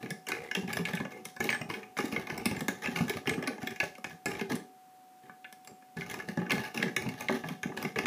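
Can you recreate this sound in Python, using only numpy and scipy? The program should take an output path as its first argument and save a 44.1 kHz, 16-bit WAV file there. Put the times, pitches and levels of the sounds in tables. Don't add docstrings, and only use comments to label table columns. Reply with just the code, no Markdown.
import sys
import numpy as np
from scipy import signal
from scipy.fft import rfft, irfft, next_fast_len
from scipy.io import wavfile
from scipy.ndimage import map_coordinates

SR = 44100
rng = np.random.default_rng(int(sys.argv[2]) if len(sys.argv) > 2 else 0)


def wav_record(signal):
    frames = np.transpose(np.atleast_2d(signal))
    bounded = np.clip(frames, -1, 1)
    quanta = np.round(bounded * 32767).astype(np.int16)
    wavfile.write(sys.argv[1], SR, quanta)


N = 355754
TIME = np.arange(N) / SR
BLOW_TIME = np.arange(SR // 8) / SR

# pitch_hz, level_db, decay_s
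LOCK_MODES = [(1512, -3, 0.15), (1685, -1, 0.072), (1730, -1.5, 0.11), (2111, -4.5, 0.058),
              (2187, -4, 0.038), (2275, -4.5, 0.033), (2486, -3, 0.026), (2656, -14, 0.0073),
              (2789, -3.5, 0.03), (3188, -2, 0.012)]
# pitch_hz, level_db, decay_s
JAW_MODES = [(537, -3.5, 0.069), (647, -5.5, 0.042), (744, -10.5, 0.13), (841, 1, 0.07), (1020, -5, 0.036),
             (1187, 2, 0.03)]
# pitch_hz, level_db, decay_s
STAND_MODES = [(86, -20, 0.072), (134, -5, 0.2), (168.1, 2, 0.17), (195, -1.5, 0.15), (228.4, 2, 0.08),
               (269, -1, 0.082), (317, -8.5, 0.098), (383.6, 0, 0.15), (443.2, -0.5, 0.11)]
# frequency_hz, level_db
CRACK_COLOUR = [(1500, -60), (2500, -25), (3200, -2), (3750, 0), (4400, -4), (5300, -1), (6400, -4),
                (7400, -9), (8400, -28), (10000, -60)]
# frequency_hz, level_db
TICK_COLOUR = [(5000, -50), (6500, -22), (7500, -1), (8600, -4), (9600, -3), (10500, 2), (11400, -2),
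               (12400, -8), (13400, -6), (14400, -1), (15200, -2), (16500, -25)]
# start_s, end_s, grating_db (teeth), drag_db (hands), hardness_db
STROKES = [(0, 0.137, -56.5, -47.5, 0), (0.271, 0.369, -45, -46.5, -3), (0.38, 0.505, -58, -53.5, 0),
           (0.545, 0.608, -46.5, -46, 0), (0.675, 0.81, -46.5, -43, -2), (0.852, 0.992, -47, -44, -1.5),
           (1.098, 1.208, -59.5, -49.5, 0), (1.245, 1.27, -57.5, -53, 11), (1.397, 1.486, -44, -41.5, 1.5),
           (1.488, 1.562, -42, -44, -4), (1.6, 1.66, -65, -46, -2), (1.686, 1.78, -49.5, -42.5, 1),
           (1.811, 1.926, -66, -57, -5), (1.975, 2.075, -45, -43, 1), (2.11, 2.216, -44, -41.5, -2.5),
           (2.287, 2.453, -49.5, -41, -2), (2.452, 2.65, -50.5, -45, -0.5),
           (2.682, 2.794, -52.5, -50.5, -1), (2.815, 2.94, -45.5, -44.5, -1), (2.949, 3.012, -40, -37, 0),
           (3.08, 3.175, -48.5, -42, 2), (3.259, 3.347, -46.5, -37.5, -1), (3.371, 3.53, -48, -42, -9),
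           (3.601, 3.73, -51, -49, -2), (3.796, 3.876, -52.5, -51.5, 5), (4.045, 4.14, -57.5, -51.5, 1),
           (4.261, 4.414, -46.5, -39.5, -2), (4.491, 4.543, -41.5, -37, -0.5),
           (5.224, 5.318, -66, -58.5, -5), (5.67, 5.71, -64, -54, -7), (5.963, 6.093, -53.5, -44, 0.5),
           (6.086, 6.23, -47.5, -42.5, -2), (6.274, 6.32, -49.5, -46, -1.5), (6.367, 6.492, -51, -40, -10),
           (6.499, 6.567, -44.5, -35, 2.5), (6.58, 6.683, -45, -47, -2.5), (6.739, 6.887, -45, -41, 0),
           (6.96, 7.146, -48, -44, -1), (7.171, 7.26, -50, -45, 0), (7.299, 7.37, -43.5, -41, -0.5),
           (7.44, 7.534, -52, -45.5, 1.5), (7.624, 7.75, -55.5, -44.5, -1), (7.762, 7.885, -46.5, -47, -2),
           (7.957, 8.07, -40.5, -39, -6)]
# (jaws, relative to level_db)
SNAPS = [(0.028, -47, 2110, 3, -8), (0.06, -44.5, 2180, -12, -16), (0.105, -38, 1960, 7.5, -23),
         (0.268, -42, 2190, 4, -9), (0.287, -38, 2110, 9.5, -5), (0.318, -30, 1930, -1, -10),
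         (0.348, -43, 2120, -6, -14), (0.5127, -30.5, 2060, -6, -19), (0.55, -28.5, 2730, 1, -12),
         (0.7003, -40.5, 2130, -9, -4), (0.73, -35.5, 2150, 7, -12), (0.7696, -32, 1630, 4, -6),
         (0.853, -31, 2390, -3.5, -31), (0.885, -40, 1880, 1, -4), (0.9342, -34.5, 1810, -1, -8),
         (0.9718, -36, 2240, -14, -22), (1.0015, -39.0, 1820, -5, 0), (1.051, -41.5, 2116, -6, -1.5),
         (1.12, -49, 2320, 3, -4), (1.253, -44, 2470, 12, -4), (1.364, -45.5, 1830, 2, -6),
         (1.404, -31, 1800, -1, -9), (1.44, -41.5, 2040, 11, -19), (1.491, -25.5, 2253, -7, -13.5),
         (1.502, -31, 2270, 1, -16), (1.5274, -30, 2003, -6, -13.5), (1.5473, -36, 1840, -4, -11),
         (1.613, -39, 2360, -0.5, -3), (1.699, -36.5, 2200, -0.5, -2), (1.739, -36, 2270, -4, -27),
         (1.831, -46.0, 2080, -8, -9), (1.9684, -37.5, 1890, -1.5, -7), (1.987, -33.5, 2080, 2, 0),
         (2.0027, -37.5, 2160, 2, -11), (2.056, -46.5, 2180, 10, -17), (2.162, -29.5, 2100, -16, -10),
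         (2.27, -40, 1860, 0, -7), (2.3, -35, 1770, -4.5, -7), (2.377, -42, 2120, 9.5, -0.5),
         (2.4566, -31, 2290, 10, -5.5), (2.512, -39.5, 2200, 2, -7), (2.565, -40, 2204, 0, -12),
         (2.607, -39.5, 1930, 7.5, -2), (2.6828, -29.5, 1890, 5.5, -5.5), (2.842, -37.0, 2280, -3, -7),
         (2.859, -32.0, 2470, -9, -8.5), (2.873, -34.5, 2330, -10, -28), (2.96, -32, 2040, -2, -13),
         (3.081, -39.5, 1900, 3, -9), (3.0958, -34.5, 2150, 8, -8), (3.17, -42, 2030, 4.5, 1),
         (3.257, -45.0, 1840, -6, -4), (3.273, -30, 2370, -2.5, -13), (3.2936, -29.5, 2510, 1.5, -14),
         (3.335, -38.5, 2270, -16, -14), (3.425, -41.5, 2220, 2.5, 0), (3.474, -32, 1980, 5.5, -7),
         (3.581, -49.5, 1850, -6, 4), (3.63, -45, 2050, 2.5, -7), (3.6715, -33, 2137, 3, -13.5),
         (3.76, -44, 2420, 0, -16), (3.801, -24.5, 2140, -4, -16), (3.83, -40.5, 1770, -11, 5),
         (3.838, -40.5, 2340, 4.5, -8), (3.952, -50, 2440, 2, -19), (3.982, -58.5, 2070, 9.5, 10),
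         (4.043, -35.0, 2084, -1, -7.5), (4.1056, -49.5, 1730, -10, -5), (4.2577, -32.5, 1878, 5, -4),
         (4.315, -40.5, 2550, 1, -18), (4.3941, -39.5, 2310, -2, -4), (4.4116, -38, 2140, 1.5, -16),
         (4.5026, -43, 1820, 0, -15), (4.5204, -39.0, 2020, 4, -10), (4.5535, -53.5, 1900, 18.5, 0),
         (5.295, -49.5, 1690, -15, -1), (5.4442, -44.5, 1950, -38, -18), (5.526, -53.5, 2070, 12, -3.5),
         (5.648, -61.5, 2810, 13.5, -5), (5.6742, -53, 2510, 13, -3.5), (5.823, -60, 2080, -7, -6),
         (5.969, -44, 1770, -1, -6.5), (6.0085, -40, 1970, -4, -20), (6.018, -39, 1710, -15, -27),
         (6.099, -41.5, 1820, 5.5, -17), (6.141, -40, 2244, 4.5, -6), (6.2, -37, 1900, -13, -14),
         (6.287, -39.5, 1870, 1, -13), (6.373, -38.5, 1490, -4.5, -2.5), (6.464, -42.5, 1710, -15, -12),
         (6.497, -37, 2180, -3, -6), (6.506, -27.5, 2220, -1, -11), (6.518, -27.5, 2040, 3, -12),
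         (6.579, -36.5, 2100, -4, -4), (6.651, -43, 2133, -1, -15), (6.7747, -33.0, 2470, 1, -9),
         (6.8267, -26, 1870, -3, -15), (6.8806, -38, 1705, -9, -15), (6.964, -26, 2220, 3, -14.5),
         (7.089, -40, 2270, 3, -14), (7.207, -40, 1960, 7.5, -1), (7.2851, -28, 1980, -6.5, -23),
         (7.2941, -37.5, 1808, -9, 7.5), (7.438, -39.5, 1890, -19, -0.5), (7.487, -42, 2000, 5.5, -5),
         (7.6313, -33, 1980, -0.5, -13), (7.72, -48.5, 1435, -13, 3), (7.7742, -36.5, 1820, 2.5, -5.5),
         (7.826, -42, 1986, 10, 0), (7.85, -34.0, 2050, -4, -6.5), (7.987, -28.5, 2070, -1.5, -7),
         (8.0567, -27.5, 1830, -5.5, -12)]

LOCK_BAND = signal.butter(2, (1500, 3600), "bandpass", fs=SR)
JAWS_BAND = signal.butter(2, (480, 1400), "bandpass", fs=SR)


def amp(db):
    return 10 ** (np.asarray(db) / 20)


def unit(x, size=None):
    return x / np.sqrt(np.mean(x[:size] ** 2) + 1e-20)


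def along(points, hz):
    point_hz, values = np.transpose(points)
    return np.interp(np.log(hz + 1), np.log(point_hz), values)


def wobble(rate, t=TIME):
    knots = rng.standard_normal(int(t[-1] * rate) + 4)
    return map_coordinates(knots, [t * rate])


def coloured(x, gain):
    size = next_fast_len(len(x) + 4096)
    spectrum = rfft(x, size) * gain(np.fft.rfftfreq(size, 1 / SR))
    return irfft(spectrum, size)[:len(x)]


def impulse(points, size=512):
    cepstrum = irfft(np.log(amp(along(points, np.fft.rfftfreq(size, 1 / SR)))))
    cepstrum[1:size // 2] *= 2
    cepstrum[size // 2 + 1:] = 0
    return irfft(np.exp(rfft(cepstrum)))


def varied(points, scatter_db):
    hz, db = np.transpose(points)
    return np.column_stack([hz, db + scatter_db * rng.standard_normal(len(db))])


def ring(modes, t, centre_hz=None, octaves=1, scatter_db=3, detune=0.025):
    hz, db, decay_s = np.transpose(modes)
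    size, shift, side = rng.standard_normal((3, len(hz)))
    gain = amp(db + scatter_db * size) * np.sign(side)
    if centre_hz:
        gain = gain / (1 + (np.log2(hz / centre_hz) / octaves) ** 2)
    tones = np.sin(2 * np.pi * np.outer(hz * (1 + detune * shift), t))
    return gain @ (tones * np.exp(-np.log(1000) * t / decay_s[:, None]))


def through(force, response):
    return signal.fftconvolve(force, response)[:len(force)]


def radiated(body, band):
    return signal.lfilter(*band, body)


def add(track, s, sound):
    part = track[max(round(s * SR), 0):][:len(sound)]
    part += sound[:len(part)]


def appliance():
    # (per Hz, relative)
    air_colour = [(25, -6), (70, -19), (120, -3), (170, 1), (260, 4), (450, -2), (900, -3.5), (1500, -6.5),
                  (4000, -14), (10000, -14.5), (15000, -15)]
    turn = 2 * np.pi * np.cumsum(1 + .0012 * wobble(6)) / SR
    whine = amp(-55.5 + 0.21 * wobble(4.74)) * np.sin(745 * turn)
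    hum = amp(-73.5) * np.sin(258 * turn)
    air = unit(coloured(rng.standard_normal(N), lambda hz: amp(along(air_colour, hz))))
    return whine + hum + amp(-65) * air


def kitchen(x, count=48):
    # frequency_hz, decay_s (to fall by 60 dB)
    room_decay = [(100, 0.18), (400, 0.4), (2000, 0.24), (7000, 0.37), (15000, 0.18)]
    out, step = np.zeros(N), N // count + 1
    for start in range(0, N, step):
        hz, t, noise = signal.stft(rng.standard_normal(SR // 2), SR, nperseg=256)
        fade = amp(-60 * t / along(room_decay, hz)[:, None])
        tail = signal.istft(noise * fade, SR, nperseg=256)[1]
        answer = signal.fftconvolve(x[start:start + step], tail / np.linalg.norm(tail))
        add(out, start / SR + .005, answer)
    return out


def thud(centre_hz):
    push_band = signal.butter(1, 100, "highpass", fs=SR)
    grip_s = 0.071
    noise = rng.standard_normal(len(BLOW_TIME))
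    push = signal.lfilter(*push_band, noise * BLOW_TIME * np.exp(-BLOW_TIME / 0.0021))
    stand = ring(STAND_MODES, BLOW_TIME, centre_hz, octaves=0.45, scatter_db=1.5, detune=.01)
    stand *= np.exp(-BLOW_TIME / grip_s)
    jaws = ring(JAW_MODES, BLOW_TIME, centre_hz, octaves=0.85) * np.exp(-BLOW_TIME / 0.0039)
    jaws = radiated(jaws, JAWS_BAND)
    return unit(through(push, stand), size=970) + amp(-15.0) * unit(through(push, jaws), size=970)


def jolts():
    # start_s, level_db, centre_hz
    shoves = [(0.032, -40.5, 240), (0.109, -39.5, 215), (0.331, -42, 370), (0.575, -35, 230),
              (0.633, -38.5, 200), (0.792, -32, 190), (0.936, -32.5, 169), (1.003, -34.5, 230),
              (1.054, -44.5, 199.6), (1.407, -39, 342), (1.453, -39, 260), (1.613, -39.5, 198),
              (1.732, -45, 260), (1.994, -33.0, 270), (2.041, -33.0, 262), (2.126, -37, 221),
              (2.17, -40.5, 293.4), (2.328, -41.0, 270), (2.461, -32, 270), (2.515, -33.5, 234),
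              (2.578, -39, 200), (2.619, -35.5, 237), (2.687, -33, 252), (2.885, -34, 230),
              (3.008, -26.5, 227.4), (3.1, -34.5, 340.6), (3.28, -32, 298), (3.381, -34, 210),
              (3.478, -38, 290), (3.634, -36.5, 218), (4.271, -41, 256), (4.416, -34.5, 244.6),
              (4.509, -34, 230), (4.536, -34, 222), (6.287, -38.0, 280), (6.375, -31, 190),
              (6.419, -41.5, 239.6), (6.529, -32.5, 201), (6.6, -39.5, 193), (6.769, -39, 221),
              (6.796, -37.0, 190), (6.838, -32.5, 230.5), (6.863, -34, 180), (7.063, -34, 200),
              (7.083, -38.5, 220), (7.311, -33.5, 199.6), (7.341, -34.5, 255), (7.505, -37.5, 201),
              (7.658, -34, 207), (7.777, -45.5, 250), (7.85, -34.0, 183), (7.985, -40, 300)]
    rock_db, rock_hz = -5.5, 270
    out = np.zeros(N)
    for s, db, centre_hz in shoves:
        add(out, s - .003, amp(db - 0.42) * thud(centre_hz))
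    for s, db, _, _, knock_db in SNAPS:
        add(out, s, amp(db + knock_db + rock_db) * thud(rock_hz))
    return out


def springs():
    # start_s, pitch_hz, level_db
    releases = [(.731, 11800, -59), (1.492, 8306, -52), (1.699, 8306, -68), (2.457, 8306, -66),
                (3.273, 8306, -55), (4.259, 8306, -64), (6.507, 8306, -67)]
    # pitch_ratio (to its own pitch), level_db, decay_s
    coil_modes = [(1, 0, .3), (1.006, -1, .3), (.99, -4, .15), (1.016, -6, .15)]
    out, t = np.zeros(N), np.arange(SR // 2) / SR
    for s, hz, db in releases:
        song = ring(np.multiply(coil_modes, [hz, 1, 1]), t, scatter_db=7, detune=0.00044)
        buzz = amp(2.3 * wobble(150, t)) * (1 - np.exp(-t / 0.033))
        add(out, s, amp(db) * unit(song * buzz, size=2000))
    return out


def judder():
    # start_s, end_s, first_slips_per_s, last_slips_per_s, level_db
    judders = [(0.349, 0.497, 48, 85, -48), (1.116, 1.178, 50, 130, -50.5)]
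    # pitch_hz, level_db, decay_s
    blade_modes = [(465, -3.5, 0.05), (2130, -4.5, 0.038), (2270, -7, .022)]
    out = np.zeros(N)
    for start, end, first, last, db in judders:
        phase = np.cumsum(np.linspace(first, last, round((end - start) * SR))) / SR
        bursts = rng.standard_normal(len(phase)) * np.exp(-(phase % 1) / 0.17)
        force = np.pad(bursts, (0, len(BLOW_TIME)))
        blade_body = ring(blade_modes, BLOW_TIME, scatter_db=0.5)
        blade = unit(through(force, blade_body), size=len(phase))
        tick = unit(through(force, impulse(TICK_COLOUR)), size=len(phase))
        add(out, start, amp(db) * (blade + amp(-24) * tick))
    return out


def slips(rate, spread_db):
    bunching_db = spread_db * np.tanh(wobble(260)) + 3 * np.tanh(wobble(70))
    sizes = rng.choice([-1, 1], N) * amp(bunching_db)
    return unit((rng.random(N) < rate / SR) * sizes)


def pressure(levels_db, release_s):
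    bite_s, sag_db_per_s = 0.008, 42
    power, t = np.zeros(N), np.arange(SR // 2) / SR
    for (start, end, *_), db in zip(STROKES, levels_db):
        length = end - start
        sag_db = -sag_db_per_s * (t - length / 2)
        release_db = -60 * np.maximum(t - length, 0) / release_s
        strength = np.minimum(t / bite_s, 1) * amp(db + (sag_db + release_db))
        add(power, start, strength ** 2)
    return np.sqrt(power)


def drifting_shares(count):
    return amp(8 * np.array([wobble(14) for _ in range(count)]))


def rubbed(force, modes, damping_s, band=([1], [1]), count=3):
    shares = drifting_shares(count)
    answers = []
    for _ in range(count):
        body = ring(modes, BLOW_TIME, scatter_db=0.0, detune=0.01)
        body = radiated(body * amp(-60 * BLOW_TIME / damping_s), band)
        answers.append(through(force, body / np.linalg.norm(body)))
    return np.sum(shares * np.array(answers), 0) / np.linalg.norm(shares, axis=0)


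def grit(force, count=3):
    shares = drifting_shares(count)
    answers = []
    for _ in range(count):
        crack = impulse(varied(CRACK_COLOUR, scatter_db=3.5))
        tick = impulse(varied(TICK_COLOUR, scatter_db=3.5))
        rasp = amp(-8.0) * crack / np.linalg.norm(crack) + amp(-12) * tick / np.linalg.norm(tick)
        answers.append(through(force, rasp))
    return np.sum(shares * np.array(answers), 0) / np.sum(shares, 0)


def scrape():
    _, _, grate_db, drag_db, hardness = np.transpose(STROKES)
    teeth = amp(-1.5) * slips(rate=2000, spread_db=5)
    grate = teeth * pressure(grate_db, release_s=0.28)
    bite = teeth * pressure(grate_db + hardness, release_s=0.28)
    drag = amp(-1.5) * slips(rate=1100, spread_db=9.0) * pressure(drag_db, release_s=0.21)
    lock = amp(-1.6) * rubbed(grate, LOCK_MODES, damping_s=0.033, band=LOCK_BAND)
    jaw_force = amp(-8.5) * grate + amp(-13.5) * drag
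    jaws = rubbed(jaw_force, JAW_MODES, damping_s=0.14, band=JAWS_BAND)
    stand = amp(-1.0) * rubbed(drag, STAND_MODES, damping_s=0.31)
    return lock + jaws + grit(bite) + stand


def chatter(life, spiky_db, settle_db, settle, first_db=19):
    size = len(BLOW_TIME)
    grains = rng.standard_normal(size) * amp(spiky_db * rng.standard_normal(size))
    clumps = amp(5 * wobble(350, BLOW_TIME))
    rattle = clumps * amp(settle_db - 60 * BLOW_TIME / settle)
    burst = np.exp(-(BLOW_TIME / life) ** 2)
    return amp(first_db) * (BLOW_TIME == 0) + grains * (burst + rattle)


def snap(centre_hz, hardness, knock_db):
    crack_db = -10.5 + 0.72 * hardness
    tick_db = -18 + 1.48 * hardness
    force = chatter(life=0.0044, spiky_db=3.0, settle_db=-3.5, settle=0.04)
    lock = ring(LOCK_MODES, BLOW_TIME, centre_hz, octaves=0.36, scatter_db=1.5, detune=0.0053)
    lock *= np.exp(-BLOW_TIME / 0.0091) + amp(-24.5)
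    jaws = ring(JAW_MODES, BLOW_TIME, scatter_db=4.0, detune=0.016)
    jaws *= np.exp(-BLOW_TIME / 0.0031) + amp(-10)
    parts = [(radiated(jaws, JAWS_BAND), knock_db),
             (radiated(lock, LOCK_BAND), -.5),
             (impulse(varied(CRACK_COLOUR, scatter_db=6.5)), crack_db),
             (impulse(varied(TICK_COLOUR, scatter_db=4.5)), tick_db)]
    return sum(amp(db) * unit(through(force, body), size=353) for body, db in parts)


def brushes():
    slot_s = 1 / 16
    level_db, spread_db = 3.5, 1
    out = np.zeros(N)
    for start, end, grate_db, _, hardness in STROKES:
        for slot in np.arange(start, end - slot_s, slot_s):
            size, edge, place = rng.standard_normal(3)
            flick = snap(2050 * 2 ** (0.19 * place), hardness + 5.0 * edge, knock_db=-10)
            flick_db = grate_db + level_db + spread_db * size
            add(out, slot + rng.random() * slot_s, amp(flick_db) * flick)
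    return out


def pins():
    out = np.zeros(N)
    for s, db, centre_hz, hardness, knock_db in SNAPS:
        add(out, s, amp(db) * snap(centre_hz, hardness, knock_db))
    return out


def scene():
    metal = pins() + brushes() + springs() + scrape() + judder()
    thuds = jolts()
    room = kitchen(amp(-8.0) * metal + amp(-6) * thuds)
    return (metal + thuds + room + appliance())[None]


def record(dry):
    top_hz = 15300

    def gain(hz):
        bass_cut = 1 / np.sqrt(1 + (100 / (hz + 1)) ** 6)
        return (hz < top_hz) * (amp(-27.5) + bass_cut) / 0.95

    return np.array([coloured(channel, gain) for channel in dry])


dry = scene()
out = record(dry)
wav_record(out)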